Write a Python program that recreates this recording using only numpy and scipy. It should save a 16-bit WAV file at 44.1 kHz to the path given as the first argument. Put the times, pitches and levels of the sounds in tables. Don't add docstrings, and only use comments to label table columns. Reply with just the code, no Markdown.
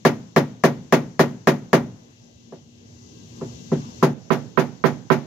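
import sys
import numpy as np
from scipy import signal
from scipy.fft import rfft, irfft, next_fast_len
from scipy.io import wavfile
from scipy.ndimage import uniform_filter1d

SR = 44100
rng = np.random.default_rng(int(sys.argv[2]) if len(sys.argv) > 2 else 0)


def store_pcm(level_fs):
    pcm = np.round(np.clip(level_fs, -1, 1) * 32767).astype(np.int16)
    wavfile.write(sys.argv[1], SR, np.atleast_2d(pcm).T)


def amplitude_ratio(level_db):
    exponent = np.asarray(level_db, float) / 20
    return 10 ** exponent


N = 232126

# (time [s], level [dB], contact corner [Hz], crack [dB])
BLOWS = [(0.0526, -0.5, 7000, 1), (0.3643, -1, 5930, 0), (0.6394, -0.5, 7000, 0.5), (0.9261, 0, 7000, 1),
         (1.1955, -0.5, 7000, 1), (1.474, -0.5, 7000, 0.5), (1.7323, 0, 8000, -0.5), (2.5239, -26, 800, -9),
         (3.4137, -17, 615, -12.5), (3.512, -36.5, 493, -20), (3.7188, -4.5, 454, -11),
         (4.0277, -0.5, 1200, -2), (4.306, -1.5, 2040, 0), (4.5761, -0.5, 6000, -1), (4.8414, 0, 7000, -1),
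         (5.1035, 0.5, 7000, -1.5)]
BLOCK_MOVES_S = 3.0
RING_N = int(0.4 * SR)
WOOD_SPLIT_HZ = 2600.0
HARD_HZ, FACE_RISE_CYCLES, PRESS_CYCLES = 7000, 4, 0.8
TICK_DB, TICK_S = 5.5, 0.0011


def hammer():
    t = np.arange(RING_N) / SR
    out = np.zeros((2, N + RING_N))
    steel = rng.standard_normal((2, RING_N))
    wood = signal.butter(4, WOOD_SPLIT_HZ, fs=SR, output="sos")
    bright = signal.butter(4, WOOD_SPLIT_HZ, "high", fs=SR, output="sos")
    upper = signal.butter(2, [1400.0, WOOD_SPLIT_HZ], "band", fs=SR, output="sos")
    arrival = np.clip(t / 0.0003 - 2.5, 0, 1)
    tick = amplitude_ratio(TICK_DB) * np.exp(-t / TICK_S)
    head = hammer_head(t)
    for time_s, level_db, contact_hz, crack_db in BLOWS:
        spot = float(time_s > BLOCK_MOVES_S)
        vary = rng.standard_normal((2, len(MODES), 1))
        fresh = rng.standard_normal((2, RING_N))
        dense = shimmer(0.75 * steel + 0.51 * fresh, t,
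                        hold_s=0.017, late_db=-26, late_stretch=4.15, rise_s=0.0011)
        body = amplitude_ratio(1.38) * panel(vary, t, spot) + amplitude_ratio(10) * signal.sosfilt(wood, dense)
        face = shimmer(fresh[::-1], t,
                       hold_s=0.021, late_db=-17.5, late_stretch=4.1, rise_s=FACE_RISE_CYCLES / contact_hz)
        press = 1 - np.exp(-t * contact_hz / PRESS_CYCLES)
        soft = signal.butter(2, contact_hz, fs=SR, output="sos")
        thud = signal.sosfilt(soft, arrival * press * body)
        touch = arrival * (1 + tick * contact_hz / HARD_HZ) * face
        rattle = amplitude_ratio(5 + 1.14 * spot) * signal.sosfilt(upper, touch)
        rattle = rattle + (1 - 0.31 * spot) * arrival * head
        blunt = signal.butter(1, min(16 * contact_hz, 0.49 * SR), fs=SR, output="sos")
        crack = signal.sosfilt(blunt, signal.sosfilt(bright, touch))
        blow = thud + amplitude_ratio(crack_db) * rattle + amplitude_ratio(crack_db + 8.0) * crack
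        start = int((time_s - 0.003) * SR)
        out[:, start:start + RING_N] += amplitude_ratio(level_db) * blow
    return out[:, :N]


# (frequency [Hz], level [dB], t60 [s])
HEAD = [(1890, -27.5, 0.2), (2013, -29, 0.16)]


def hammer_head(t):
    return sum(amplitude_ratio(db) * np.exp(-np.log(1000) * t / t60_s) * np.sin(2 * np.pi * hz * t)
               for hz, db, t60_s in HEAD)


# (frequency
# [Hz], t60 [s], signed swing left [1], right [1], right after block moves [1])
PANEL = [(118, 0.6, 0.03, 0.03, 0.04), (145, 0.275, -0.21, -0.18, -0.28), (166, 0.098, 0.9, 0.67, 0.88),
         (190, 0.333, 0.11, 0.1, 0.14), (230, 0.117, -0.59, -0.87, -0.95),
         (244, 0.327, -0.21, -0.18, -0.19), (282, 0.196, -0.29, -0.2, -0.19),
         (334, 0.163, -0.2, -0.18, -0.14), (381, 0.116, -0.58, -0.74, -0.87), (436, 0.048, 0.37, 0.62, 0.4),
         (492, 0.104, -0.34, -0.55, -0.51), (562, 0.193, -0.18, -0.15, -0.03),
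         (643, 0.069, 0.45, 0.62, 0.36), (700, 0.053, 0.63, 0.61, 0.23),
         (826, 0.1, -0.02, -0.14, -0.11), (863, 0.149, 0.04, 0.07, 0.11), (967, 0.072, 0.33, 0.18, 0.09),
        (1007, 0.056, 0.02, 0.5, 0.85), (1091, 0.076, -0.0, -0.16, -0.15),
        (1144, 0.031, -0.75, -0.37, -0.46), (1274, 0.031, 0.25, 0.43, 0.76),
        (1334, 0.065, 0.09, 0.13, 0.45),
         (1525, 0.042, 0.04, -0.26, -0.41), (1595, 0.104, -0.09, -0.1, -0.11),
         (1686, 0.035, -0.58, -0.22, -0.04), (1825, 0.058, -0.18, -0.18, -0.1),
         (1858, 0.068, 0.0, 0.1, 0.13), (2039, 0.067, 0.08, 0.08, 0.06), (2158, 0.097, -0.01, 0.03, 0.07),
         (2261, 0.04, -0.17, -0.12, -0.06)]
MODES = PANEL


def panel(vary, t, spot):
    hz, t60_s, left, right, moved = np.transpose(MODES)[:, :, None]
    hz = hz * (1 + 0.002 * vary[0])
    swell = 1 - np.exp(-t / (0.016 * (300 / hz) ** 0.6))
    decay = np.exp(-np.log(1000) * t / t60_s)
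    ring = amplitude_ratio(0.27 * vary[1]) * swell * decay * np.sin(2 * np.pi * hz * t)
    shift = spot * (moved - right)
    return np.array([np.sum((left + shift) * ring, axis=0), np.sum((right + shift) * ring, axis=0)])


# (frequency [Hz], t60 [s])
SHIMMER_T60 = [(100, 0.73), (300, 0.27), (1000, 0.16), (3000, 0.11), (7000, 0.0838), (15000, 0.093)]
# (frequency [Hz], density [dB per Hz])
SHIMMER_LEFT = [(90, -45), (140, -13), (400, -10), (1000, -12.5), (2300, -19), (2700, -26.5), (6700, -27.5),
                (7800, -43.5), (12000, -36.5), (16000, -36)]
# (frequency [Hz], density [dB per Hz])
SHIMMER_RIGHT = [(90, -47), (140, -12.5), (400, -11), (1000, -16), (2300, -27.5), (2700, -26),
                 (5500, -40.5), (8200, -68), (12000, -45), (16000, -45.5)]
# (frequency [Hz], correlation [1])
SHIMMER_LIKENESS = [(60, .9), (300, .8), (640, .5), (1400, .2), (3000, .1), (7000, 0), (15000, 0)]


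def shimmer(noise, t, hold_s, late_db, late_stretch, rise_s):
    out = 0
    rise = 1 - np.exp(-t / rise_s)
    for hz, pair in bands(noise, SHIMMER_LEFT, SHIMMER_RIGHT, SHIMMER_LIKENESS, step=0.97):
        fall = np.log(1000) * np.maximum(t - hold_s, 0) / table(SHIMMER_T60, hz)
        out = out + pair * rise * (np.exp(-fall) + amplitude_ratio(late_db) * np.exp(-fall / late_stretch))
    return out


RUMBLE_DB, RUMBLE_PEAK_S = 10.5, 0.06


def rumble_db(t):
    lift = 0
    for time_s, level_db, _, _ in BLOWS:
        since = np.maximum(t - time_s, 0) / RUMBLE_PEAK_S
        lift = lift + amplitude_ratio(level_db) * since * np.exp(1 - since)
    return RUMBLE_DB * lift


# (frequency [Hz], density [dB per Hz])
YARD_LEFT = [(25, -34.5), (108, -3), (230, -8.5), (450, -18), (1400, -33), (2500, -32.5), (2700, -27),
             (5000, -27), (6100, -22), (7400, -29), (8400, -52), (13000, -47.5), (16000, -57.5)]
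# (frequency [Hz], density [dB per Hz])
YARD_RIGHT = [(25, -38.5), (108, -2), (230, -13.5), (450, -18), (1400, -34.5), (2250, -36.5), (2600, -33),
              (4000, -34.5), (4300, -42.5), (5500, -48), (8200, -73), (13000, -57.5), (16000, -62)]
# (frequency [Hz], correlation [1])
YARD_LIKENESS = [(60, 1), (130, 0.93), (290, 0.31), (640, -0.088), (1410, -0.91), (3100, -0.2),
                 (6820, -0.13), (15000, -0.11)]
TRAFFIC_DB, INSECTS_DB = -51.5, -64
RUMBLE_TREBLE_SHARE = 0.16


def yard():
    t = np.arange(N) / SR
    gain_db, lift_db = microphone_gain_db(t), rumble_db(t)
    traffic_db = TRAFFIC_DB + gain_db + lift_db
    insects_db = INSECTS_DB + gain_db + RUMBLE_TREBLE_SHARE * lift_db
    out = 0
    for hz, pair in bands(rng.standard_normal((2, N)), YARD_LEFT, YARD_RIGHT, YARD_LIKENESS, step=0.779):
        high = np.clip(np.log2(hz / 950.0) / 2, 0, 1)
        flicker_db = (2.5 - 1.7 * high) * walk(15) + 0.54 * walk(3)
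        level_db = (1 - high) * (traffic_db + 26.5) + high * (insects_db + 41)
        out = out + pair * amplitude_ratio(level_db + flicker_db)
    return out + machines(insects_db)


# (frequency [Hz], level [dB rms])
HUM = [(118.4, -62), (236.9, -58)]
# (frequency [Hz], level [dB rms])
WHINES = [(1594, -85), (2008, -85), (2659, -83), (2772, -84), (4514, -83), (6008, -79), (6374, -80)]
RIGHT_DB_PER_KHZ = -1


def machines(insects_db):
    out = 0
    for hz, db in HUM + WHINES:
        phase = 2 * np.pi * np.cumsum(hz + 1.35 * walk(9.9)) / SR
        level_db = db + 4.0 + 2.4 * walk(18) + 1.1 * (insects_db + 63.0)
        out = out + amplitude_ratio(level_db) * np.sin(phase) * amplitude_ratio([[0], [RIGHT_DB_PER_KHZ * hz / 1000]])
    return out


CREEP_FROM_S, CREEP_DB_PER_S, CREEP_TOP_DB = 2.766, 13, 9
KNOCKED_S, KNOCKED_DB, SAG_DB_PER_S, KNOCK_S = 4.03, 3, 2, 0.03


def microphone_gain_db(t):
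    creep = np.clip(CREEP_DB_PER_S * (t - CREEP_FROM_S), 0, CREEP_TOP_DB)
    since = np.maximum(t - KNOCKED_S, 0)
    knocked = KNOCKED_DB - SAG_DB_PER_S * since
    return creep + (knocked - creep) * (1 - np.exp(-since / KNOCK_S))


def table(points, hz):
    f, v = np.transpose(points)
    return np.interp(np.log(hz), np.log(f), v)


def bands(noise, left, right, likeness, step):
    n = next_fast_len(noise.shape[-1])
    hz = np.arange(1, n // 2 + 2) * SR / n
    mid, side = rfft(noise, n)
    like = np.clip(table(likeness, hz), -1, 1)
    pair = np.sqrt((1 + like) / 2) * mid + np.sqrt((1 - like) / 2) * side * np.array([[1], [-1]])
    pair = pair * amplitude_ratio(np.array([table(left, hz), table(right, hz)]))
    for centre in np.arange(np.log2(25), np.log2(17000), step):
        window = np.cos(np.pi / 2 * np.clip((np.log2(hz) - centre) / step, -1, 1)) ** 2
        yield 2 ** centre, irfft(pair * window, n)[:, :noise.shape[-1]]


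def walk(rate_hz):
    k = int(SR / rate_hz)
    held = np.repeat(rng.standard_normal(N // k + 1), k)
    return 1.53 * uniform_filter1d(uniform_filter1d(held, k), k)[:N]


def scene():
    return hammer() + yard()


def low_pass(x):
    return signal.sosfilt(signal.butter(12, 16650, fs=SR, output="sos"), x)


PORT_CHANGE_S, TOP_HZ = 4.134, 15950


def record(dry):
    dry = signal.sosfilt(signal.butter(1, 55.0, "high", fs=SR, output="sos"), dry)
    t = np.arange(N) / SR
    left, right = dry
    bass = signal.sosfiltfilt(signal.butter(2, 280.0, fs=SR, output="sos"), left)
    duck_db = -6 * np.exp(-np.maximum(t - PORT_CHANGE_S, 0) / 0.062)
    for time_s, _, _, _ in BLOWS:
        if time_s > PORT_CHANGE_S:
            since = t - time_s + 0.0045
            duck_db -= 36 * (since > 0) * np.exp(-(np.maximum(since, 0) / 0.019) ** 2.34)
    thin = (left - 0.88 * bass) * amplitude_ratio(duck_db)
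    changed = np.clip((t - PORT_CHANGE_S) / 0.003, 0, 1)
    ports = np.array([left + changed * (thin - left), right])
    ports = 1.523 * np.tanh(ports / 1.524)
    ports = signal.sosfilt(signal.ellip(10, 0.2, 40, TOP_HZ, fs=SR, output="sos"), ports)
    return low_pass(ports)


dry = scene()
out = record(dry)
store_pcm(out)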